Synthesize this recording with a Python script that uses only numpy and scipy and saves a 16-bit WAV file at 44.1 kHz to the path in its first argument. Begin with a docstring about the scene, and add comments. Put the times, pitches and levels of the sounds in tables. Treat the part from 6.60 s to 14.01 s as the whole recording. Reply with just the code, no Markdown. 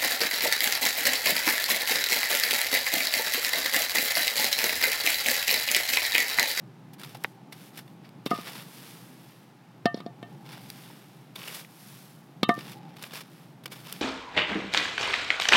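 """A bamboo stick rakes cold ash and charcoal away from an upturned metal pot, outdoors.
The tip crunches through the cinders, snaps bits of charcoal and flicks up fine ash that hisses
as it falls. Now and then it knocks the pot, whose ring is cut short by the ash it stands in.
One microphone with a steep wind filter takes it all; a low rumble and a faint tone lie far behind."""
import sys
import numpy as np
from scipy import signal
from scipy.fft import rfft, irfft, next_fast_len
from scipy.io import wavfile

SR = 44100
rng = np.random.default_rng(int(sys.argv[2]) if len(sys.argv) > 2 else 0)


def int16_out(signal):
    """Quantize to a 16-bit WAV file."""
    q = np.round(np.clip(np.atleast_2d(signal).T, -1, 1) * 32767)
    wavfile.write(sys.argv[1], SR, q.astype(np.int16))


N = 326781
TIME = np.arange(N) / SR

# spectrum of crunching cinders: frequency_hz, relative_db
CINDER_COLOUR = [(100, -15), (300, 0.5), (500, 1.5), (700, -2), (950, 1.5), (1400, 0.5), (2400, -1),
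                 (3700, -2), (4300, -6.5), (5300, -5), (6400, -17.5), (16000, -21)]
# spectrum of hissing fine ash: frequency_hz, relative_db
ASH_COLOUR = [(500, -9), (3000, 1), (5500, 1.5), (6800, -2), (8300, -1), (9700, 1), (12500, 2),
              (16000, -3.5)]


def amp(db):
    """Decibels to gain."""
    return 10 ** (np.asarray(db) / 20)


def unit(x):
    """Scales to rms 1."""
    return x / np.sqrt(np.mean(x ** 2) + 1e-20)


def add(mix, start_s, sound):
    """Mixes a sound in at a time."""
    part = mix[max(0, round(start_s * SR)):][:len(sound)]
    part += sound[:len(part)]


def response(colour, size=4096):
    """Minimum-phase impulse response of energy 1 with the given spectral shape."""
    hz, db = np.transpose(colour)
    bin_hz = abs(np.fft.fftfreq(size, 1 / SR))
    log_gain = np.log(amp(np.interp(np.log(bin_hz + 1), np.log(hz), db)))
    spectrum = np.exp(np.conj(signal.hilbert(log_gain)))
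    taps = np.fft.ifft(spectrum).real[:size // 2]
    return taps / np.linalg.norm(taps)


def tint(x, colour):
    """Gives a white signal a colour and keeps its power."""
    return signal.oaconvolve(x, response(colour))[:len(x)]


def wander(rate_hz, size=16384):
    """Smooth random drift of rms 1, rolled off above the rate."""
    hz = np.fft.rfftfreq(size, TIME[-1] / size)
    slow = irfft(rfft(rng.standard_normal(size)) / (1 + (hz / rate_hz) ** 4))
    return np.interp(TIME, np.linspace(0, TIME[-1], size), unit(slow))


def swell(peak_s, spread_s):
    """A gain that rises smoothly to 1 at a moment and fades again."""
    return 1 / np.cosh(np.clip(1.5 * (TIME - peak_s) / spread_s, -20, 20))


def grains(per_s, spread_db):
    """Tiny impacts at random times and of random size, at rms 1."""
    size = amp(spread_db * np.minimum(rng.exponential(1, N), 4))
    return unit(size * rng.choice([-1, 1], N) * (rng.random(N) < per_s / SR))


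def noise_burst(t, level_db, t60_s, colour):
    """Coloured noise that starts at once and dies away."""
    return tint(rng.standard_normal(len(t)) * amp(level_db - 60 * t / t60_s), colour)


def distant_air(level_db=-49.5, rumble_db=2.0, flutter_db=0.84, rumble_top_hz=750):
    """Steady open air far from the microphone, with a wavering rumble under it."""
    # spectrum of the outdoor background: frequency_hz, relative_db
    air_colour = [(60, 0), (125, 1.5), (170, 1), (230, -5.5), (330, -8), (480, -17), (650, -16.5),
                  (830, -14.5), (1050, -19), (2000, -25), (4000, -31.5), (7000, -40), (12000, -47),
                  (16000, -48)]
    # slow rise and fall of the rumble: time_s, relative_db
    rumble_curve = [(0.0, -51), (0.16, -51.5), (2.41, -51.5), (3.07, -56.5), (3.46, -49.5), (3.76, -49),
                    (4.37, -53), (4.87, -53.5), (5.59, -54.5), (6.07, -47.5), (6.48, -53.5), (7.41, -51.5)]
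    air = tint(rng.standard_normal(N), air_colour)
    rumble = signal.sosfiltfilt(signal.butter(2, rumble_top_hz, fs=SR, output="sos"), air)
    drift_db = np.interp(TIME, *np.transpose(rumble_curve))
    rumble_gain = amp(rumble_db + drift_db - drift_db.mean() + flutter_db * wander(rate_hz=13))
    return amp(level_db) * (air - rumble + rumble * rumble_gain)


def far_tone(pitch_hz=825, width_hz=70, rest_db=-72):
    """A faint, fuzzy tone swells and fades in the distance."""
    # swells of the tone: peak_s, spread_s, level_db
    swells = [(.9, 0.35, -67), (3.85, 0.29, -61), (6.21, .11, -54.5)]
    phase = 2 * np.pi * pitch_hz * TIME
    tone = unit(wander(width_hz) * np.cos(phase) + wander(width_hz) * np.sin(phase))
    gain = amp(rest_db) + sum(amp(db) * swell(peak_s, spread_s) for peak_s, spread_s, db in swells)
    return tone * gain


def jabs(cinder_db=1.5, ash_db=4.0):
    """Each jab crushes a small heap of grains at once: a quick rise and a slower fall."""
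    # the tip cracks cinders, or a knock shakes grit loose: peak_s, relative_db, length_s, ash_offset_db
    crushes = [(0.337, -55.5, 0.0094, -0.5), (0.398, -52.5, 0.0066, 2), (0.416, -46, 0.0028, -3),
               (0.435, -40.5, 0.0042, -8), (0.447, -46, 0.0047, -4), (0.55, -48.5, 0.009, -5),
               (0.571, -60, .004, 4), (0.639, -47, 0.0019, 9), (0.927, -44, 0.0084, -6.5),
               (1.177, -46.5, 0.0082, 0.5), (1.191, -45, 0.0063, -6), (1.28, -56, .003, -12),
               (1.452, -59, 0.019, -24), (1.492, -52.5, 0.0012, -6), (1.663, -44.5, 0.013, -1.5),
               (1.709, -38.5, 0.0073, -11.5), (1.877, -44, .024, -10), (1.956, -47.5, 0.016, -6.5),
               (3.39, -56, .012, -18), (3.926, -50.5, 0.023, -7), (4.102, -47, 0.0015, 11.5),
               (4.7592, -42, 0.0067, -4.5), (4.879, -43, 0.0082, -1), (4.949, -49.5, 0.015, 6),
               (5.05, -53, .0008, -4), (5.834, -44.5, 0.0056, 0.5), (5.89, -46, .003, 2),
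               (5.908, -62, .024, 1), (5.942, -56, .002, 6), (5.951, -57, .002, 3),
               (5.991, -42.5, .0046, -10), (6.119, -49.5, 0.0074, -1), (6.368, -47, .004, -10),
               (6.426, -42.5, 0.0011, 4), (6.4299, -40, 0.00074, 1), (6.438, -39, .0007, 2.5),
               (6.441, -42.5, 0.0028, -10), (6.537, -43.5, 0.0069, -3.5), (6.61, -42.5, 0.009, -7),
               (7.039, -56, 0.0076, -4), (7.059, -34.5, 0.0046, -7.5), (7.079, -52, 0.0047, -8),
               (7.123, -45.5, .016, -2.5), (7.3259, -41, 0.0022, 8)]
    coarse, fine = np.zeros((2, N))
    for peak_s, db, length_s, ash_offset_db in crushes:
        age = 2 * TIME[:4096] / length_s
        push = amp(db) * age * np.exp(1 - age)
        add(coarse, peak_s - length_s / 2, push * amp(cinder_db))
        add(fine, peak_s - length_s / 2, push * amp(ash_db + ash_offset_db))
    cinders = tint(coarse * grains(per_s=14000, spread_db=3.5), CINDER_COLOUR)
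    ash = tint(fine * grains(per_s=16000, spread_db=2.5), ASH_COLOUR)
    return cinders + bamboo_ring(cinders) + ash


def bamboo_ring(crunch):
    """The hollow stick resonates with the crunch at its tip."""
    # resonances of the bamboo: pitch_hz, width_hz, gain_db
    resonances = [(2290, 130, -4.5), (2850, 350, -9.5), (3520, 170, -3), (4570, 360, -2.5),
                  (5300, 570, -13)]
    return sum(amp(db) * signal.lfilter(*signal.iirpeak(hz, hz / width_hz, SR), crunch)
               for hz, width_hz, db in resonances)


def stirring(bite_s=0.008, settle_s=0.03, arch_db=3.7, ash_build_db=5.5, trickle_db=(-74.5, -78.5)):
    """Levels in dB of moving cinders and fine ash: strokes and showers add power to a steady trickle."""
    # the tip drags through the heap: start_s, length_s, cinders_db, ash_db, rise_db
    strokes = [(0.381, 0.185, -53, -59.5, -8.8), (0.591, 0.067, -61, -62.5, 3),
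               (0.913, 0.17, -57, -59.5, 3), (1.103, 0.09, -57, -62.5, 13),
               (1.425, 0.037, -62, -81.0, -0.1), (1.689, 0.33, -46, -53.5, 1.5),
               (3.348, 0.05, -58.3, -71, -1.8), (3.846, 0.16, -52, -67, 0.5),
               (4.748, 0.25, -46.5, -49.7, 5.5), (5.949, 0.18, -49, -58, 4.5),
               (6.338, 0.13, -54.5, -63, 14.9), (6.491, 0.083, -46.5, -55.5, 16.5),
               (7.097, 0.131, -52.5, -58.5, 0), (7.234, 0.19, -49.5, -55.5, -4.2)]
    # ash thrown up by a stroke falls back: peak_s, spread_s, cinders_db, ash_db
    showers = [(0.7, 0.07, -74.6, -69.0), (1.29, 0.07, -78, -69), (2.23, 0.26, -54, -54.1),
               (2.67, 0.18, -60.5, -64.5), (3.72, 0.076, -66.5, -79), (4.19, 0.26, -55, -57.5),
               (4.57, 0.22, -66.5, -71.5), (5.31, 0.22, -58.5, -55.5), (6.28, 0.26, -63, -83.3),
               (6.77, 0.13, -60.5, -64.5)]
    coarse, fine = (np.full(N, amp(db) ** 2) for db in trickle_db)
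    t = TIME[:SR]
    for start_s, length_s, cinders_db, ash_db, rise_db in strokes:
        travel = np.minimum(t / length_s, 1) - 0.5
        # the tip bites in, presses hardest midway and lifts; the cinders settle
        contact = (1 - np.exp(-t / bite_s)) * np.exp(-np.maximum(t - length_s, 0) / settle_s)
        push = contact * amp(rise_db * travel - arch_db * (2 * travel) ** 2)
        add(coarse, start_s, (push * amp(cinders_db)) ** 2)
        # fine ash piles up ahead of the tip
        add(fine, start_s, (push * amp(ash_db + ash_build_db * travel)) ** 2)
    for peak_s, spread_s, cinders_db, ash_db in showers:
        falling = swell(peak_s, spread_s)
        coarse += (falling * amp(cinders_db)) ** 2
        fine += (falling * amp(ash_db)) ** 2
    return 10 * np.log10(coarse), 10 * np.log10(fine)


def raking(cinder_db=-1, ash_db=2, slip_hz=160, shove_hz=30, bite_db=7, pressed_db=-53, tick_db=-7):
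    """Cinders crumble in clumps while the tip digs; when fine ash prevails it pours smoothly."""
    coarse_db, fine_db = stirring()
    digging = np.clip((coarse_db - fine_db) / bite_db, 0.3, 1.1)
    clumps_db = digging * (2.5 * wander(slip_hz) + 0.4 * wander(shove_hz))
    cracks = grains(per_s=6000, spread_db=3.5)
    cinders = tint(cracks * amp(coarse_db + cinder_db + clumps_db), CINDER_COLOUR)
    flakes = grains(per_s=16000, spread_db=4.0)
    large_flakes = amp(tick_db) * digging * grains(per_s=94, spread_db=-3)
    ash = tint((flakes + large_flakes) * amp(fine_db + ash_db + 0.75 * clumps_db), ASH_COLOUR)
    # the bamboo rings only while it is pressed into the heap
    pressure = np.minimum(amp(coarse_db - pressed_db), 1)
    return cinders + bamboo_ring(cinders * pressure) + ash


def charcoal_snaps(crumble_db=-19, crumble_t60_s=0.032, crumble_top_hz=3800):
    """A snap is a few quick cycles that swell and die, followed by crumbs muffled in the ash."""
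    # bits of charcoal break: start_s, peak_db, pitch_hz, length_s
    breaks = [(0.441, -31, 3800, 0.0034), (0.5505, -33, 790, .011), (0.6397, -37, 5130, 0.0071),
              (0.6458, -9, 1950, 0.0031), (.6462, -30, 2970, 0.0053), (0.6474, -26, 470, 0.014),
              (.651, -30, 1900, .007), (3.974, -38, 794, .012), (4.102, -33, 4740, .008),
              (4.301, -43, 920, .019), (4.7605, -29.5, 3610, .012), (4.818, -29, 2900, 0.0032),
              (4.839, -31, 3000, 0.0041), (4.883, -28, 2800, 0.0066), (4.902, -34, 2240, 0.006),
              (5.048, -36, 2300, 0.0054), (6.4413, -30, 2830, 0.0041), (7.062, -33, 3030, 0.005)]
    out, t = np.zeros(N), TIME[:4096]
    muffle = signal.butter(4, crumble_top_hz, fs=SR, output="sos")
    for start_s, peak_db, pitch_hz, length_s in breaks:
        age = np.log(1000) * 2 * t / length_s
        crack = np.sin(2 * np.pi * pitch_hz * t) * age * np.exp(1 - age)
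        crumbs = noise_burst(t, crumble_db, crumble_t60_s, CINDER_COLOUR)
        add(out, start_s, amp(peak_db) * (crack + signal.sosfilt(muffle, crumbs)))
    return out


def pot_ring(t, ring_db, tilt_db_per_octave, spot, contact_s=0.00028):
    """The metal wall rings, damped by ash; the spot struck decides how much each mode family sounds."""
    # eight families of pot modes, each mode: pitch_hz, relative_db, t60_s
    families = [
        [(699, -0.5, 0.11)],
        [(1181, -0.5, 0.2)],
        [(1242, 0.5, 0.15)],
        [(1805, -1.5, 0.22)],
        [(993, -5.5, 0.041), (1470, -2.5, 0.024), (2000, -12, 0.056), (2143, 0.5, 0.033)],
        [(2200, 7, 0.039), (2706, -3, 0.14), (3030, -2, 0.14), (3170, -4.5, 0.11)],
        [(3290, 3.5, 0.038), (3666, 6, 0.057), (3690, -5.5, 0.12), (3950, -3, 0.061), (3980, -11, 0.12)],
        [(4280, -0.5, 0.053), (4560, -37, 0.04), (4360, 2, 0.018), (4810, 0, 0.037), (5500, 5, 0.017)],
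    ]
    # for each spot on the pot, one value a family: gain_db
    spots = {"rim": [-25, -5.5, -8, -16.5, -2.5, -8.5, -3, -7], "near wall": [0, -7, -0.5, -19.5, -11, -33,
             -34, -26], "shoulder": [1, -15, -16.5, -8, -15, -22.5, -27, -16], "foot": [0.5, -15, -33, -14,
             -26, -33, -16, -9], "far wall": [0, -17, -17, -7, -21, -12.5, -20, -32], "side wall": [0, -6,
             -11, -9.5, -4, -31, -21.5, -33]}
    lowest_hz = families[0][0][0]
    ring = np.zeros(len(t))
    for family, family_db in zip(families, spots[spot]):
        for hz, mode_db, t60_s in family:
            level_db = ring_db + family_db + mode_db + tilt_db_per_octave * np.log2(hz / lowest_hz)
            ring += amp(level_db - 60 * t / t60_s) * np.sin(2 * np.pi * (hz * t + rng.random()))
    return ring * (1 - np.exp(-t / contact_s))


def pot_knocks(clack_gain_db=-4.0, clack_t60_s=0.028, scatter_db=-23, scatter_t60_s=0.06):
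    """The pot thuds on its bed of ash, the stick clacks, and the wall rings briefly."""
    # knocks and rebounds: start_s, thud_db, clack_db, ring_db, tilt_db_per_octave, spot
    hits = [(1.662, -19.5, -28, -43, 3, "rim"), (1.669, -26.5, -35, -50, 2, "rim"),
            (1.713, -16, -40, -21, 1.5, "near wall"), (1.7322, -23, -48, -45, -3, "near wall"),
            (1.7872, -28.5, -47, -44, 4, "near wall"), (3.2564, -9.5, -18.5, -15.5, 0, "shoulder"),
            (3.3441, -19.5, -41, -40, 2.5, "foot"), (3.374, -34, -58, -42.5, 0.5, "foot"),
            (3.403, -34, -40, -38, -5.5, "rim"), (3.463, -26.5, -46, -34, -4, "foot"),
            (3.628, -32.5, -38.5, -38.5, -0.5, "far wall"), (5.831, -11, -16, -24, 0, "rim"),
            (5.8916, -9.5, -20, -13.5, 0, "side wall"), (5.909, -23, -39, -45, 0, "side wall"),
            (5.978, -26, -54, -53, 0, "side wall")]
    # spectrum of the pot's thud: frequency_hz, relative_db
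    thud_colour = [(60, -34), (125, -9), (215, 5), (330, -0.5), (530, -4), (800, -18), (1500, -42),
                   (3000, -41), (16000, -67)]
    # spectrum of the stick's clack: frequency_hz, relative_db
    clack_colour = [(150, -29), (400, -7), (900, 6.5), (2000, -2.5), (3700, 3.5), (5300, -7), (6500, -16.5),
                    (8500, -14.5), (11000, -24.5), (16000, -24)]
    out, t = np.zeros(N), TIME[:SR // 3]
    thud = response(thud_colour)
    thud /= abs(thud).max()
    for start_s, thud_db, clack_db, ring_db, tilt_db_per_octave, spot in hits:
        ring = pot_ring(t, ring_db, tilt_db_per_octave, spot)
        clack = noise_burst(t, clack_db + clack_gain_db, clack_t60_s, clack_colour)
        # the ground and the logs nearby scatter the thud
        scatter = noise_burst(t, thud_db + scatter_db, scatter_t60_s, thud_colour)
        add(out, start_s, ring + clack + scatter)
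        add(out, start_s, amp(thud_db) * thud)
    return out


def scene():
    """Stick, heap and pot in front of the distant background, at one microphone in the open."""
    return (raking() + jabs() + charcoal_snaps() + pot_knocks() + distant_air() + far_tone())[None]


def record(dry, low_cut_hz=115, leak_db=-44, top_hz=16000):
    """The microphone's steep wind filter takes out the bass; a low-pass trims the highest treble."""
    size = next_fast_len(N + SR // 4, True)
    hz = np.fft.rfftfreq(size, 1 / SR)
    wind_filter = amp(leak_db) + 1 / (1 + (low_cut_hz / np.maximum(hz, 1)) ** 50)
    cut = irfft(rfft(dry, size) * wind_filter, size)[:, :N]
    low_pass = signal.firwin(511, top_hz, window=("kaiser", 9), fs=SR)
    return signal.oaconvolve(cut, low_pass[None], "same")


dry = scene()
out = record(dry)
int16_out(out)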